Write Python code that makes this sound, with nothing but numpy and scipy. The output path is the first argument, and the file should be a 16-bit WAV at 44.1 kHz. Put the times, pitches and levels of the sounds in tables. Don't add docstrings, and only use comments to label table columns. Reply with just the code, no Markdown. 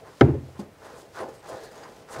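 import sys
import numpy as np
from scipy import signal
from scipy.fft import rfft, irfft
from scipy.io import wavfile

SR = 44100
rng = np.random.default_rng(int(sys.argv[2]) if len(sys.argv) > 2 else 0)


def store_wav(level_fs):
    pcm = np.round(np.clip(np.atleast_2d(level_fs), -1, 1) * 32767)
    wavfile.write(sys.argv[1], SR, pcm.T.astype(np.int16))


N = 97020
T = np.arange(N) / SR
HZ = np.fft.rfftfreq(N, 1 / SR)

# (frequency [Hz], relative level [dB], t60 [s], build-up [s])
HULL_MODES = [(75.5, -20, 0.49, 0.0052), (88, -21.5, 0.67, 0.0048), (98.6, -24, 0.47, 0.01),
              (114.4, -17, 0.35, 0.0047), (129.6, -13, 0.51, 0.0075), (144.3, -9.5, 0.34, 0.023),
              (242, -18, 0.34, 0.0037), (280, -16.5, 0.36, 0.0028), (345.4, -19.5, 0.39, 0.024),
              (405, -28.5, 0.43, 0.017)]


def amp(db):
    return 10 ** (np.asarray(db) / 20)


def unit(x):
    return x / np.sqrt(np.mean(x ** 2) + 1e-20)


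def read(points, hz):
    f, value = np.transpose(points)
    return np.interp(np.log(hz + 1), np.log(f + 1), value)


def colour(x, spectrum, lift_db=0):
    return unit(irfft(rfft(x) * amp(read(spectrum, HZ) + lift_db), N))


def noise():
    return rng.standard_normal(N)


def since(s):
    return np.maximum(T - s, 0)


def puff(s, rise_s):
    u = since(s) / rise_s
    return u * np.exp(1 - u)


def bell(s, half_length):
    return np.exp(-((T - s) / half_length) ** 2)


def ring(s, modes):
    t = since(s)
    out = np.zeros(N)
    for k, (hz, db, t60, rise) in enumerate(modes):
        envelope = amp(db - 60 * t / t60) * (1 - np.exp(-(t / rise) ** 2))
        out += (-1) ** k * envelope * np.sin(2 * np.pi * hz * t)
    return out


def air():
    # (frequency [Hz], relative level [dB])
    spectrum = [(25, -16), (60, 0.5), (120, 3.5), (250, -1.5), (550, 1), (1000, -12), (2000, -12.5),
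                (4000, -20), (8000, -24), (15500, -30)]
    return amp(-54) * colour(noise(), spectrum)


def friction(spectrum, judder_db=0):
    # (frequency [Hz], width [Hz], lift [dB])
    resonances = [(446.4, 5.8, 7), (502, 37, 2), (652.6, 14, 8.5), (809, 24, 4), (1027.4, 31, 9.5),
                  (1480, 9.6, 8.5), (4950, 230, 3), (8200, 140, 4.5), (9720, 140, 5.5)]
    grains_per_s, spread_db, judder_s = 9000, 2, 0.012
    grains = noise() * (rng.random(N) < grains_per_s / SR)
    grains *= amp(spread_db * np.minimum(rng.exponential(1, N), 4))
    judder = unit(irfft(rfft(noise()) * np.exp(-(HZ * judder_s) ** 2), N))
    lift_db = sum(db / (1 + (2 * (HZ - hz) / width) ** 2) for hz, width, db in resonances)
    return colour(grains * amp(judder_db * judder), spectrum, lift_db)


def rubs():
    # (time [s], relative rub level [dB], relative scrape level [dB], relative hiss level [dB])
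    strokes = [
        [(0.0, -57, -52, -61), (0.01, -49.5, -69, -67), (0.038, -49.5, -59, -75), (0.056, -56, -54.5, -68),
         (0.08, -50, -50.5, -61.5), (0.116, -54, -58, -62), (0.134, -65, -54, -60), (0.164, -75, -63, -62),
         (0.2, -64, -57, -55.5)],
        [(0.75, -80, -64.5, -77), (0.81, -54, -57.5, -63), (0.855, -48.5, -47, -56.5), (0.885, -48, -51, -58.5),
         (0.965, -47.5, -52.5, -58.5), (1.01, -52, -57, -56.5), (1.056, -51.5, -63, -65), (1.11, -57, -66, -67)],
        [(1.42, -71, -63, -72), (1.428, -52, -56.5, -63), (1.455, -53, -49.5, -58.5), (1.49, -43.5, -49, -52.5),
         (1.525, -36.5, -46.5, -54), (1.57, -40.5, -47.5, -54.5), (1.595, -46.5, -53.5, -56.5),
         (1.654, -45.5, -57, -55), (1.7, -51, -58, -60.5)],
        [(1.71, -47.5, -67, -59.5), (1.76, -48, -50, -55.5), (1.828, -48, -53.5, -58), (1.834, -53.5, -46, -57),
         (1.85, -42.5, -45, -60.5), (1.938, -54, -60.5, -60.5), (2.022, -51.5, -60, -61),
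         (2.036, -52, -59, -66), (2.06, -55, -68, -69)],
        [(2.07, -64, -58, -68), (2.094, -52, -47.5, -55), (2.112, -42, -45.5, -61), (2.126, -44, -47.5, -49),
         (2.164, -36, -38, -48), (2.18, -39.5, -43.5, -55.5), (2.2, -34, -41, -46)],
    ]
    slide = [(.38, -52, -62.5, -73), (.49, -53.5, -64, -62.5), (.54, -57, -67, -66), (.568, -53, -54, -69),
             (.585, -54.5, -61, -61), (.6, -42.5, -48.5, -50), (.62, -45.5, -52.5, -60.5),
             (.69, -55.5, -72, -83)]
    firm_turn = [(1.125, -50, -68, -62), (1.145, -64, -55, -57.5), (1.165, -46, -43.5, -52.5),
                 (1.207, -32.5, -38, -51), (1.238, -33.5, -44, -57.5), (1.268, -37.5, -51, -62),
                 (1.315, -44.5, -55.5, -62), (1.41, -58.5, -62.5, -64)]
    # (frequency [Hz], relative level [dB])
    rub_spectrum = [(40, -28), (85, -12.5), (150, -15.5), (230, -9), (330, -3.5), (430, 1), (520, 0.5),
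                    (720, -6), (860, -5.5), (1100, -37), (2500, -49), (15000, -78)]
    scrape_spectrum = [(400, -20), (800, 3), (1020, 1.5), (1250, 1), (1550, -3), (1800, -3.5), (2200, -12),
                       (3000, -20), (5000, -25.5), (15000, -56)]
    hiss_spectrum = [(1200, -9.5), (2600, -2.5), (4200, -2.5), (6500, -4), (9500, -11), (12000, -16),
                     (15500, -20)]
    rows = sorted(tuple(row) for stroke in strokes + [slide, firm_turn] for row in stroke)
    times, rub_db, scrape_db, hiss_db = np.transpose(rows)
    rub = amp(np.interp(T, times, rub_db) - 0.5) * friction(rub_spectrum, judder_db=1.1)
    scrape = amp(np.interp(T, times, scrape_db) + 1) * friction(scrape_spectrum, judder_db=0.8)
    hiss = amp(np.interp(T, times, hiss_db) - 0.5) * friction(hiss_spectrum, judder_db=0.5)
    return rub + scrape + hiss


def knock():
    # (frequency [Hz], relative level [dB], t60 [s], build-up [s])
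    panel_modes = [(216, -1.5, 0.051, 0.0034), (296, -7.5, 0.1, 0.0082), (330, 3.5, 0.06, 0.0091),
                   (404, -2, 0.046, 0.002), (477, -5, 0.045, 0.0025), (563, -3.5, 0.057, 0.0068),
                   (680, -15.5, 0.12, 0.0089), (802, -6.5, 0.062, 0.0046), (975, -15.5, 0.055, 0.003),
                   (1292, 2, 0.027, 0.0044), (1405, -7.5, 0.029, 0.0048), (1570, -6.5, 0.036, 0.0037),
                   (1730, -17, 0.021, 0.0035), (2124, -12, 0.016, 0.0015), (3060, -19.5, 0.014, 0.00021)]
    # (frequency [Hz], relative level [dB])
    crack_spectrum = [(300, -21), (1500, -0.5), (2500, -13), (3200, 5), (4000, -7), (6300, -1.5),
                      (7300, -22), (10500, -20.5), (16000, -36)]
    clack_spectrum = [(300, -16), (1000, -9), (1400, 2), (2100, -0.5), (2600, -20), (4000, -20),
                      (8000, -42), (16000, -54)]
    swell_spectrum = [(150, -20), (260, 4.5), (400, 6), (540, -4.5), (800, -19), (1500, -34), (4000, -43),
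                      (15000, -76)]
    # (time [s], level [dB])
    boom_swells = [(0.2819, -23.5), (0.335, -28.5)]
    knock_s = 0.2097
    crack = amp(-25) * colour(noise(), crack_spectrum) * puff(knock_s, rise_s=0.001)
    swell_envelope = sum(amp(db) * puff(s, rise_s=0.0096) for s, db in boom_swells)
    swells = colour(noise(), swell_spectrum) * swell_envelope
    clack = amp(-15.5) * colour(noise(), clack_spectrum) * puff(knock_s, rise_s=0.003)
    boom = amp(-0.5) * (ring(knock_s, panel_modes) + ring(knock_s, HULL_MODES))
    return crack + clack + boom + amp(-17) * echo(knock_s) + swells


def echo(s):
    # (frequency [Hz], relative level [dB])
    spectrum = [(40, -25), (80, -4.5), (185, -10.5), (250, -3.5), (430, -5), (600, -18), (850, -13),
                (1100, -27), (1600, -30), (2500, -35.5), (4000, -49), (8000, -68), (16000, -84)]
    # (frequency [Hz], t60 [s])
    decay = [(80, 0.52), (300, 0.5), (700, 0.29), (1500, 0.4), (4000, 0.31), (12000, 0.14)]
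    rise_s = 0.0013
    hz, t, bands = signal.stft(colour(noise(), spectrum), SR, nperseg=1024)
    bands *= amp(-60 * np.maximum(t - s, 0) / read(decay, hz)[:, None])
    tail = signal.istft(bands, SR, nperseg=1024)[1][:N]
    return tail * (1 - np.exp(-since(s) / rise_s))


def bump():
    # (frequency [Hz], level [dB], t60 [s], build-up [s])
    modes = [(197.4, -23, 0.087, 0.0046), (261, -30.5, 0.07, 0.0017), (203.6, -38.5, 0.31, 0.0047),
             (344, -38.5, 0.2, 0.0029), (411, -39.5, .2, .004), (575, -39, .08, .004),
             (860, -33, 0.062, 0.003), (1060, -41.5, 0.084, 0.0018)]
    bump_s = 0.5905
    return ring(bump_s, modes) + amp(-45.5) * echo(bump_s)


def pings():
    # (time [s], level [dB])
    touches = [(.593, -46), (1.832, -44)]
    # (frequency [Hz], relative level [dB], t60 [s], build-up [s])
    metal_modes = [(4870, 0, .055, .003), (6550, -8, .06, .004)]
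    return sum(amp(db) * ring(s, metal_modes) for s, db in touches)


def nudges():
    # (time [s], gain [dB])
    pushes = [(.594, -34.5), (1.239, -40.5), (1.507, -39.5), (1.978, -44), (2.16, -28.5)]
    return sum(amp(db) * ring(s, HULL_MODES) for s, db in pushes)


def brushes():
    # (time [s], level [dB], half length [s])
    slides = [(0.599, -58, 0.0074), (0.86, -61, 0.019), (0.994, -58, 0.034), (1.353, -61, 0.017),
              (1.496, -52, 0.014), (1.65, -56, 0.011), (2.128, -49.5, 0.025)]
    # (frequency [Hz], relative level [dB])
    spectrum = [(3000, -13), (7000, 4), (10000, -0.5), (13000, -7.5), (15500, -19)]
    return friction(spectrum) * sum(amp(db) * bell(s, half) for s, db, half in slides)


def slips():
    # (time [s], gain [dB])
    jerks = [(0.848, -48), (0.958, -49), (1.203, -38), (1.228, -41), (1.496, -37), (1.523, -38),
             (1.558, -40), (1.738, -48)]
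    # (frequency [Hz], relative level [dB], t60 [s], build-up [s])
    seat_modes = [(419, -6, 0.2, .002), (467, -12, 0.15, 0.0018), (519, -0.5, 0.16, .002),
                  (651, -0.5, 0.21, .002), (780, -12, 0.14, .002), (1030, -15, 0.12, .002)]
    return sum(amp(db) * ring(s, seat_modes) for s, db in jerks)


def ticks():
    # (time [s], level [dB], rise [s])
    catches = [(1.129, -61, 0.0036), (1.284, -51, 0.0058), (1.332, -58, 0.01), (1.49, -53, 0.0032),
               (1.633, -49, 0.0045), (1.714, -51.5, 0.0043), (1.832, -51.5, 0.0053)]
    # (frequency [Hz], relative level [dB])
    spectrum = [(300, -4), (1500, 8.5), (3000, -8), (4900, -1), (9000, -9.5), (15000, -16)]
    return friction(spectrum) * sum(amp(db) * puff(s, rise) for s, db, rise in catches)


def squeaks():
    # (time [s], pitch [Hz], level [dB], half length [s], half width [share of pitch], glide [Hz/s])
    events = [(1.176, 1460, -48, 0.026, 0.1, 0), (1.212, 9650, -58.5, 0.016, .026, 5000),
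              (1.39, 8250, -66, .016, 0.018, 0), (1.65, 1760, -56.5, 0.1, 0.12, 0),
              (1.585, 3900, -61, 0.035, .11, 9000), (1.66, 4200, -60.5, 0.04, .12, -8000),
              (1.79, 6720, -66, 0.055, .03, 0)]
    out = np.zeros(N)
    for s, hz, db, half, width, glide in events:
        band = irfft(rfft(noise()) / (1 + ((HZ / hz - 1) / width) ** 4), N)
        gliding = signal.hilbert(band) * np.exp(1j * np.pi * glide * (T - s) ** 2)
        out += amp(db) * bell(s, half) * unit(gliding.real)
    return out


def scene():
    handling = rubs() + pings() + nudges() + slips() + ticks() + squeaks() + brushes()
    return (handling + knock() + bump() + air())[None]


def record(dry):
    knee, cutoff_hz = 2.4, 15800
    soft = dry / (1 + abs(dry) ** knee) ** (1 / knee)
    low_pass = signal.firwin(511, cutoff_hz, window=("kaiser", 9), fs=SR)
    return signal.oaconvolve(soft, low_pass[None], "same")


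dry = scene()
out = record(dry)
store_wav(out)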